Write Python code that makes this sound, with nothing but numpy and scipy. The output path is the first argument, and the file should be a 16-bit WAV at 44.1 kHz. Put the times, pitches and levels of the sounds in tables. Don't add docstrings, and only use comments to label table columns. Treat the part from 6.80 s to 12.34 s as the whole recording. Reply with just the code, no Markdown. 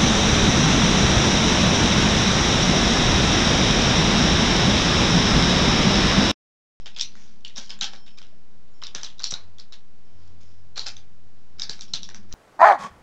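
import sys
import numpy as np
from scipy import signal
from scipy.fft import rfft, irfft, next_fast_len
from scipy.io import wavfile
from scipy.ndimage import uniform_filter1d, map_coordinates

SR = 44100
rng = np.random.default_rng(int(sys.argv[2]) if len(sys.argv) > 2 else 0)


def volts(x):
    e = np.asarray(x, float) / 20
    return 10 ** e


def transcribe(u):
    v = np.clip(np.atleast_2d(u).T, -1, 1)
    q = np.round(v * 32767).astype(np.int16)
    wavfile.write(sys.argv[1], SR, q)


N = 244314

# hz, level_db
LITTER_COLOUR = [(300, -5), (900, -2), (1600, -4), (2300, -5), (3000, -5.5), (3900, -9), (4700, -10.5),
                 (5400, -10.5), (6300, -14), (7300, -17), (8300, -28.5), (9300, -29.5)]
LOW_RING_HZ, HIGH_RING_HZ = 3670, 5300
DRY_KNOCK_DB = -26.5


def unit(x):
    return x / np.sqrt(np.mean(x ** 2) + 1e-20)


def along(points, hz):
    f, v = np.transpose(points)
    return np.interp(np.log(hz + 1), np.log(f + 1), v)


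def wobble(rate):
    knots = rng.standard_normal(int(N * rate / SR) + 4)
    return map_coordinates(knots, [np.arange(N) * rate / SR])


def filtered(x, response):
    m = next_fast_len(x.shape[-1] + 1024)
    return irfft(rfft(x, m) * response(np.fft.rfftfreq(m, 1 / SR)), m)[..., :x.shape[-1]]


def band(low_hz, high_hz):
    return lambda hz: 1 / (1 + (hz / high_hz) ** 4) / (1 + (low_hz / (hz + 1)) ** 4)


def add(track, s, sound):
    part = track[max(round(s * SR), 0):][:len(sound)]
    part += sound[:len(part)]


def beak(rows, echoed):
    grit_edge = 0.78
    bounce_s, bounce_db = 0.0016, -16.5
    out, t = np.zeros(N), np.arange(SR // 60) / SR
    lag = round(bounce_s * SR)
    for s, db, low_hz, high_hz, high_db, knock_db in rows:
        turn, size = rng.uniform(0, 2 * np.pi, 2), rng.uniform(0.75, 1.2)
        rise = (1 - np.exp(-t / 0.00063)) ** 2
        shape = rise * volts(-60 * t / (0.008 * size))
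        rings = volts(min(-high_db, 0)) * np.sin(2 * np.pi * low_hz * t + turn[0])
        rings = rings + volts(min(high_db, 0)) * np.sin(2 * np.pi * high_hz * t + turn[1])

        grit = rng.standard_normal((2, len(t)))
        grit_band = band(0.85 * grit_edge * low_hz, 12000)
        crack = unit(filtered(grit[0], lambda hz: volts(along(LITTER_COLOUR, hz)) * grit_band(hz) ** 2))
        crack = crack * volts(0.49 * min(high_db, 0))
        knock = shape * filtered(grit[1], lambda hz: ground(hz) * band(700, 2600)(hz))
        knock = volts(knock_db + 2.5) * knock / np.abs(knock).max()

        snap = filtered(shape * (0.45 * rings + 0.28 * crack), lambda hz: band(0.58 * low_hz, 14000)(hz) ** 2)
        snap = snap + volts(bounce_db) * np.pad(snap, (lag, 0))[:len(t)]
        snap = snap / np.abs(snap).max() + knock
        add(out, s - 0.0006, volts(db) * snap)
        if echoed:
            aside = 0.69 * snap + 0.49 * shape * crack
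            blunt = volts(-60 * t / 0.005)
            add(out, s, walls(volts(db + 8) * blunt * aside))
    return out


def snaps():
    # start_s, peak_db, low_ring_hz, high_ring_hz, high_ring_db
    crack_rows = [(0.1959, -17.5, 3570, 4940, -5.5), (0.2108, -7, 3680, 5500, -0.5),
                  (0.6489, -23.5, 3010, 4600, -9.5), (0.7816, -23.5, 3660, 5300, -1.5),
                  (0.9045, -22, 3000, 5080, 12.5), (1.0114, -11, 3880, 6100, -11.5),
                  (1.0332, -17, 3350, 5070, -8.5), (1.043, -15.5, 3613, 5500, 0),
                  (2.0366, -21.5, 3900, 5470, -1), (2.2471, -22.5, 3950, 5300, -13.5),
                  (2.3944, -25.5, 3920, 5700, -8), (2.4345, -21, 4150, 5360, -5),
                  (2.4413, -8, 4190, 5520, -4.5), (2.5069, -22, 4670, 5770, 16),
                  (2.5107, -17, 4740, 5860, 7), (2.5388, -17.5, 3940, 6000, -15.5),
                  (3.994, -15.5, 4140, 5000, -17), (4.0667, -18.5, 4050, 5200, -4),
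                  (4.7971, -18.5, 3800, 5050, 1), (4.8194, -14, 3750, 5130, -0.5),
                  (5.0095, -24, 4020, 5700, 3), (5.138, -11, 3920, 6040, -14),
                  (5.232, -22.5, 3800, 5830, -4), (5.5257, -23, 4090, 5830, 8)]
    # start_s, peak_db, louder_ring_hz, knock_db
    knock_rows = [(0.0593, -29.5, 3060, -12), (0.3537, -44, 6350, 1.5), (0.8947, -29.5, 5070, -15),
                  (0.967, -48, 2560, -6), (0.99, -36.5, 7080, -11), (1.0188, -20, 3220, -15),
                  (1.13, -41, 5760, -11), (1.1348, -33, 3430, -4.5), (1.2653, -40.5, 3720, -13),
                  (1.417, -37, 3180, -7), (2.025, -35, 4000, 3.5), (2.1491, -17, 5860, -12),
                  (2.227, -43, 3270, -8), (2.2326, -20.5, 5930, -18), (2.2444, -26.5, 5880, -10.5),
                  (2.402, -27.5, 3710, -13), (2.522, -23, 3880, -8.5), (2.924, -32.5, 3880, -12.5),
                  (3.9604, -38, 4030, -20.5), (3.973, -31.5, 4400, -23), (3.9767, -21, 4180, -17),
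                  (3.9794, -17.5, 3900, -16.5), (4.7858, -42, 5180, -15), (4.8949, -20, 4390, -15),
                  (4.9036, -34, 5870, -21), (4.965, -47, 3800, -14), (4.9926, -35, 3880, -8),
                  (5.29, -28.5, 5880, -8), (5.3461, -27, 5890, -12), (5.521, -42, 5800, -22)]
    # start_s, peak_db, louder_ring_hz
    nip_rows = [(.068, -36.5, 3270), (0.089, -40, 3000), (0.164, -30, 3516), (0.1866, -30.5, 4970),
                (0.205, -29.5, 3400), (0.2223, -19, 3680), (0.698, -40, 3640), (0.7611, -24.5, 5430),
                (0.8612, -36.5, 4890), (0.898, -31, 4980), (0.914, -29, 5300), (1.0236, -20.5, 6200),
                (1.0285, -18, 3360), (1.161, -36, 3870), (1.3746, -44, 3820), (1.3856, -33.5, 5100),
                (1.428, -39.5, 3220), (2.0684, -24, 3490), (2.2347, -27, 3320), (2.4566, -31.5, 4110),
                (2.469, -25, 4240), (2.5145, -25, 5930), (2.7976, -31.5, 4000), (2.8, -31.5, 4600),
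                (2.93, -35, 3900), (4.01, -27.5, 4300), (4.8285, -43.5, 4860), (4.931, -30.5, 4460),
                (5.1356, -18, 4200), (5.156, -26, 3750)]
    # start_s, peak_db
    crumb_rows = [(0.1457, -45), (0.4774, -51), (0.608, -54), (0.688, -40), (2.384, -54.5), (.671, -52),
                  (0.756, -38), (1.2625, -47), (1.468, -46), (2.019, -32), (2.213, -35), (2.2174, -36),
                  (2.383, -42), (2.4215, -28.5), (2.7846, -37), (2.9382, -54.5), (3.6069, -56),
                  (3.959, -37.5), (4.0579, -38), (4.119, -55), (4.164, -54.5), (4.1674, -28.5),
                  (5.0197, -30), (5.0808, -44), (5.223, -44), (5.3004, -35), (5.4318, -54)]
    ring_scatter, split_hz, weaker_ring_db = 0.089, 4700, -6
    usual_knock_db, knock_scatter_db = -30, 4

    light = [(s, db, hz, None) for s, db, hz in nip_rows] + [(s, db, None, None) for s, db in crumb_rows]
    rows = []
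    for s, db, hz, knock_db in knock_rows + light:
        chance = rng.standard_normal(3)
        low_hz, high_hz = np.array([LOW_RING_HZ, HIGH_RING_HZ]) * (1 + ring_scatter * chance[:2])
        if knock_db is None:
            knock_db = usual_knock_db + knock_scatter_db * chance[2]
        if hz is not None and hz > split_hz:
            rows.append((s, db, low_hz, hz, -weaker_ring_db, knock_db))
        else:
            rows.append((s, db, hz or low_hz, high_hz, weaker_ring_db, knock_db))
    return rows + [(*row, DRY_KNOCK_DB) for row in crack_rows]


def chips():
    # start_s,
    # peak_db, low_ring_hz, high_ring_hz, high_ring_db
    chip_rows = [(0.0705, -39, 3310, 4710, -15), (0.149, -39.5, 2560, 5140, 0),
                 (0.2056, -28, 3480, 5790, -6.5), (0.2193, -21, 3800, 5500, 4),
                 (0.2285, -21, 3670, 5800, -4), (0.25, -31, 3860, 6340, -2), (0.437, -50, 3500, 5870, 12),
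                 (0.7714, -32.5, 3800, 5200, -12), (0.779, -27, 4100, 6000, 2),
                 (0.7862, -29.5, 4100, 6070, 4), (1.019, -30.5, 3250, 5150, -20.5),
                 (1.0486, -21, 3350, 5950, -8.5), (1.0561, -32, 3080, 4970, -3),
                 (1.3443, -53, 2500, 5000, -15), (1.3866, -37, 2520, 4070, -3),
                 (2.0685, -26.5, 3700, 5870, -9), (2.187, -38.5, 3740, 5950, 6),
                 (2.4595, -29, 4150, 5300, 0.5), (2.4617, -24, 4080, 5560, -11.5),
                 (2.471, -30.5, 3950, 5500, 7), (2.4746, -32.5, 4550, 4950, -1),
                 (2.4903, -33, 4370, 5140, -4), (2.54, -18, 3760, 4936, -6.5),
                 (2.5473, -32, 3990, 6050, -12), (2.5543, -42, 3860, 4730, -2),
                 (3.477, -54, 3600, 6960, 12), (4.0062, -32, 4340, 4810, -4), (4.018, -41, 4400, 4900, 6),
                 (4.079, -27, 4020, 4780, -10.5), (4.0838, -24, 4620, 5800, 4),
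                 (4.0898, -28.5, 3720, 5270, -8), (4.8352, -26.5, 4600, 5100, 5),
                 (4.839, -35.5, 4440, 5070, -10), (4.8967, -18.5, 4090, 4650, -7),
                 (4.9097, -28, 4660, 4890, -2), (4.9136, -30, 4600, 5000, 7),
                 (5.1408, -22, 4280, 5940, -21), (5.156, -25, 3900, 5000, 6.5),
                 (.1975, -18, 3400, 5000, -6),
        (4.04, -39, 4600, 5300, -17),
        (3.9755, -23, 4100, 5800, -14),
        (2.4445, -24, 5400, 6000, -6.5),
        (.1866, -23.5, 3300, 4900, 0),
        (.2107, -13.5, 4000, 6500, -1),
        (4.8948, -26, 4300, 6100, 8),
        (4.8183, -28, 2200, 5100, 2),
        (5.224, -41.5, 4000, 5900, 12),
        (0.68, -34.5, 4400, 5900, -1.5),
    ]
    return [(*row, DRY_KNOCK_DB) for row in chip_rows]


def walls(sound):
    # hz, t60_s
    wall_decay = [(300, 0.97), (1500, 0.24), (4000, 0.19), (8000, 0.12)]
    hz, t, z = signal.stft(rng.standard_normal(SR // 4), SR, nperseg=128)
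    decay = volts(-60 * t / along(wall_decay, hz)[:, None])
    plaster = (hz[:, None] / 4000) ** 0.26 * decay
    tail = signal.istft(z * plaster, SR, nperseg=128)[1]
    t = np.arange(len(tail)) / SR
    clumps = np.repeat(rng.standard_normal(len(t) // 40 + 1), 40)[:len(t)]
    clumps = volts(2.2 * np.exp(-t / 0.04) * clumps)
    tail = tail * clumps * np.clip((t - 0.003) / 0.0053, 0, 1)
    return signal.fftconvolve(sound, tail / np.linalg.norm(tail))


def ground(hz):
    # centre_hz, width_hz, level_db
    earth = [(433, 64, -7), (812, 59, -6), (1570, 290, -4), (2315, 110, -5.5)]
    peaks = sum(volts(db) / (1 + ((hz - centre_hz) / width) ** 2) for centre_hz, width, db in earth)
    return peaks + 0.28 * band(480, 2500)(hz)


def litter():
    over_db, under_db = 1, 2.5
    edge_share, leak = 0.62, 0.48
    out, t = np.zeros(N), np.arange(SR // 4) / SR
    for s, db, centre_hz, deep_db, rise, t60 in strokes():
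        clumps = np.clip(rng.standard_normal(len(t) // 50 + 1), -2.5, 1.4)
        clumps = np.repeat(volts(4 * clumps), 50)[:len(t)]
        grains, shells = rng.standard_normal((2, len(t))), rng.standard_normal(200)
        edge_band = band(edge_share * min(centre_hz, LOW_RING_HZ), 14000)

        def ripple(hz):
            return volts(2.5 * np.interp(hz, np.linspace(0, SR / 2, len(shells)), shells))

        def bright(hz):
            octaves = np.log2((hz + 1) / centre_hz)
            skirt_db = np.maximum(over_db * octaves, -under_db * octaves)
            peak = 1 + 1.4 / (1 + ((hz - centre_hz) / 650) ** 2)
            edge = leak + edge_band(hz) ** 2
            return edge * ripple(hz) * volts(along(LITTER_COLOUR, hz) - skirt_db) * peak

        shape = (1 - np.exp(-t / max(rise, 0.0005))) * volts(-60 * t / max(t60, 0.02))
        crunch = unit(filtered(grains[0] * uniform_filter1d(clumps, size=25), bright))
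        deep = unit(filtered(grains[1], lambda hz: ripple(hz) * ground(hz)))
        add(out, s, volts(db - 18.5) * shape * (crunch + volts(deep_db) * deep))
    return out


def strokes():
    # start_s, level_db, centre_hz, deep_db
    stab_rows = [(.0014, -37.5, 5320, -18), (.2164, -31, 3540, -36), (.0583, -20.5, 3480, -9),
                 (.1612, -17, 3370, -15), (.7735, -27, 3860, -5), (1.009, -13.5, 3070, -22),
                 (1.1313, -29, 4800, 1.5), (1.2641, -29, 3150, -10), (1.3738, -32, 3840, -3.5),
                 (2.148, -15, 3800, -14.5), (2.1748, -25, 5800, -2.5), (2.2308, -27, 5830, 0),
                 (2.4472, -23.5, 5600, -12), (2.4562, -32, 4400, -26), (2.5083, -30, 5920, -29),
                 (2.7861, -30.5, 3850, -6), (2.9238, -26.5, 3800, -13.5), (3.468, -44, 5400, -17),
                 (3.9932, -20, 3950, -29), (4.0602, -11.5, 4900, -8), (4.8247, -35.5, 4830, 8),
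                 (5.0077, -25, 5000, -9.5), (5.1352, -13, 4230, -12), (5.1513, -37, 3890, -26),
                 (5.2295, -27, 5150, -40), (5.2944, -44, 3610, 12.5), (5.3456, -29.5, 5150, -1.5),
                 (5.4304, -54, 5090, 9), (5.4869, -43, 5570, -4), (5.5094, -40.5, 5680, 7.5)]
    # start_s, level_db, centre_hz, deep_db
    sweep_rows = [(0.3525, -36.5, 6640, 0.5), (0.6498, -25.5, 3000, -40), (0.763, -15.5, 5560, -9.5),
                  (0.8933, -24.5, 3300, -4), (1.0106, -14.5, 3700, -3), (1.4182, -36, 3020, -5),
                  (2.0156, -23, 3600, -7), (2.2454, -24, 3460, -16), (2.394, -25, 3920, -3.5),
                  (2.5401, -26, 4200, -2), (3.605, -38, 6300, -13), (3.9595, -17.5, 4200, -5.5),
                  (4.1624, -37.5, 4960, 0.5), (4.7874, -26.5, 5110, -2.5), (4.8956, -19.5, 4770, -10.5),
                  (5.074, -35.5, 5400, -17)]
    # start_s, level_db, centre_hz, deep_db
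    rustle_rows = [
        (.27, -33.5, 4500, -25),
        (.38, -31.5, 6050, -8.5),
        (.45, -39.5, 4500, -6),
        (3.38, -41.5, 4660, -19),
        (3.66, -40, 5300, -17),
    ]
    kinds = [(stab_rows, 0.0044, 0.21), (sweep_rows, 0.0068, 0.32), (rustle_rows, 0.033, 0.53)]  # rise_s, t60_s
    return [(*row, rise, t60) for rows, rise, t60 in kinds for row in rows]


def hollows():
    # start_s, level_db, pitch_hz, t60_s
    shell_rows = [(.06, -49, 3050, .12), (.162, -32, 3440, .04), (.216, -29, 5750, .12),
                  (.216, -35, 3600, .15), (.655, -39, 2940, 0.088), (0.869, -47, 3050, 0.06),
                  (.897, -43, 3070, 0.2), (1.02, -43, 840, 0.27), (1.02, -44, 1650, 0.16),
                  (1.045, -33, 3200, 0.12), (2.25, -40.5, 3420, 0.14), (2.45, -35.5, 4200, 0.23),
                  (2.543, -40.5, 4170, 0.22), (3.958, -31.5, 4150, 0.057), (4.0, -40, 4480, 0.11),
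                  (4.829, -40.5, 4900, 0.16), (5.146, -36, 3850, 0.08), (5.165, -49, 3000, .18),
                  (.671, -51, 2970, 0.096), (.24, -41.5, 5900, 0.2), (1.27, -53, 3600, 0.1),
                  (1.72, -61, 1000, .08), (2.452, -37, 5600, 0.25), (2.507, -42.5, 5850, .05),
                  (4.064, -39.5, 5330, 0.11), (4.80, -48, 5100, .08), (4.905, -38, 4600, .12),
                  (4.938, -47, 4700, 0.071), (5.137, -30, 4030, .05), (5.24, -47, 5200, 0.086),
                  (5.245, -48.5, 3500, .12), (2.539, -39, 1470, .04), (2.52, -48, 1450, 0.031),
                  (.765, -41, 6380, 0.17), (4.826, -34, 4600, 0.14), (5.289, -47, 2500, .03)]
    q, rise_s, fits_db = 11, 0.0046, -1
    out, t = np.zeros(N), np.arange(SR // 6) / SR
    for s, db, centre_hz, t60 in shell_rows:
        fits = np.repeat(volts(fits_db * rng.standard_normal(len(t) // 90 + 1)), 90)[:len(t)]
        rubbing = fits * rng.standard_normal(len(t))
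        ring = unit(filtered(rubbing, lambda hz: 1 / (1 + (2 * q * (hz / centre_hz - 1)) ** 2)))
        add(out, s, volts(db - 60 * t / t60) * (1 - np.exp(-t / rise_s)) * ring)
    return out


def thuds():
    # start_s, peak_db, pitch_hz, puff_db
    thud_rows = [
        (0.782, -35, 220, -40),
        (1.022, -35.5, 202, -28),
        (1.525, -51, 640, -22),
        (2.15, -41, 176, 3.5),
        (2.525, -32, 150, -8),
        (4.894, -37.5, 157, -2),
        (5.137, -32.5, 157, -27),
    ]
    out, t = np.zeros(N), np.arange(SR // 6) / SR
    for s, db, hz, puff_db in thud_rows:
        puff = volts(puff_db) * unit(filtered(rng.standard_normal(len(t)), band(160, 740)))
        shape = volts(db - 60 * t / 0.047) * (1 - np.exp(-t / 0.0029))
        add(out, s, 1.42 * shape * (np.sin(2 * np.pi * hz * t) + puff))
    return out


def metal():
    # start_s, pitch_hz, level_db, t60_s
    ping_rows = [(0.0, 5322, -61, .8), (0.0, 3146, -66, .6), (1.02, 5346, -53.5, 1.8),
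                 (1.02, 3160, -57.5, 1.3), (1.02, 7048, -77, 2.5), (1.936, 5421, -65, 1.1),
                 (1.936, 3182, -75, 1.5), (1.91, 6878, -73, 2.5), (3.24, 5324, -73.5, 2.5),
                 (3.24, 3120, -76, 1.5), (3.6, 5120, -63, .6), (4.58, 5423, -75, 2.5),
                 (5.08, 5400, -53, .2)]
    out, t = np.zeros(N), np.arange(SR) / SR
    for s, hz, db, t60 in ping_rows:
        fade = volts(db - 60 * t / t60 + 2.6 * wobble(15)[:SR]) * (1 - np.exp(-t / 0.004))
        fade = fade * np.clip(5 * (0.65 - t), 0, 1)
        add(out, s, fade * np.sin(2 * np.pi * hz * t + 0.7 * wobble(20)[:SR]))
    return out


def engine():
    # time_s, level_db
    firing_curve = [(0.0, -55), (0.11, -75), (0.65, -66), (0.83, -76), (1.0, -60.5), (1.16, -74),
                    (1.8, -64), (1.83, -70), (2.59, -67), (2.65, -54.5), (2.99, -72.5), (3.44, -53),
                    (4.69, -63), (4.74, -55), (5.06, -64), (5.54, -54)]
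    # time_s, level_db
    drone_curve = [(0.0, -69), (.3, -61), (.6, -61), (0.94, -57), (1.22, -61), (2.021, -67.5),
                   (3.42, -66.5), (3.81, -67.5), (4.03, -59.5), (4.5, -65), (4.77, -62.5), (5.2, -54.5),
                   (5.54, -51)]
    t = np.arange(N) / SR
    boom_db, drone_db = [np.interp(t, *np.transpose(rows)) for rows in (firing_curve, drone_curve)]
    turn = 2 * np.pi * np.cumsum(88 + 0.916 * wobble(1.8)) / SR
    boom = np.sqrt(2) * volts(0.96 * wobble(7.2)) * np.sin(turn + 0.66 * wobble(4.5))
    side = np.zeros(N)
    for half_order, db in [(3, -67), (4, -68), (5, -68)]:
        side += volts(db + 1.3 * wobble(4.8)) * np.sin(half_order / 2 * turn + 1.1 * wobble(13))

    def drone_colour(hz):
        return 1 / (1 + ((hz - 205) / 28) ** 4) + 0.25 / (1 + ((hz - 340) / 50) ** 2)

    drone = unit(filtered(rng.standard_normal(N), drone_colour))
    return volts(boom_db + 0.5) * boom + side + volts(drone_db - 1.5 + 2.4 * wobble(3.6)) * drone


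def air():
    # hz, db_per_hz
    air_colour = [(12, 1.5), (30, 1.5), (60, -0.5), (110, -4.5), (250, -9), (400, -10.5), (800, -15),
                  (1500, -19.5), (3000, -23), (5000, -24), (7050, -29), (7800, -48.5), (8700, -47),
                  (10000, -78)]
    noise = unit(filtered(rng.standard_normal(N), lambda hz: volts(along(air_colour, hz))))
    return volts(-59 + 0.6 * wobble(4)) * noise


def scene():
    hen = beak(snaps(), True) + beak(chips(), False) + litter() + hollows() + thuds()
    return (hen + metal() + engine() + air())[None]


def top_cut(x):
    return signal.sosfilt(signal.butter(12, 8860, fs=SR, output="sos"), x)


def record(dry):
    def camera(hz):
        rolloff = 1 / np.sqrt(1 + (hz / 8200) ** 24) / (1 + (hz / 9600) ** 16)
        return rolloff * (1 - 0.55 / (1 + ((hz - 8020) / 130) ** 2))

    offset = -0.041
    return top_cut(filtered(dry, camera) + offset)


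dry = scene()
out = record(dry)
transcribe(out)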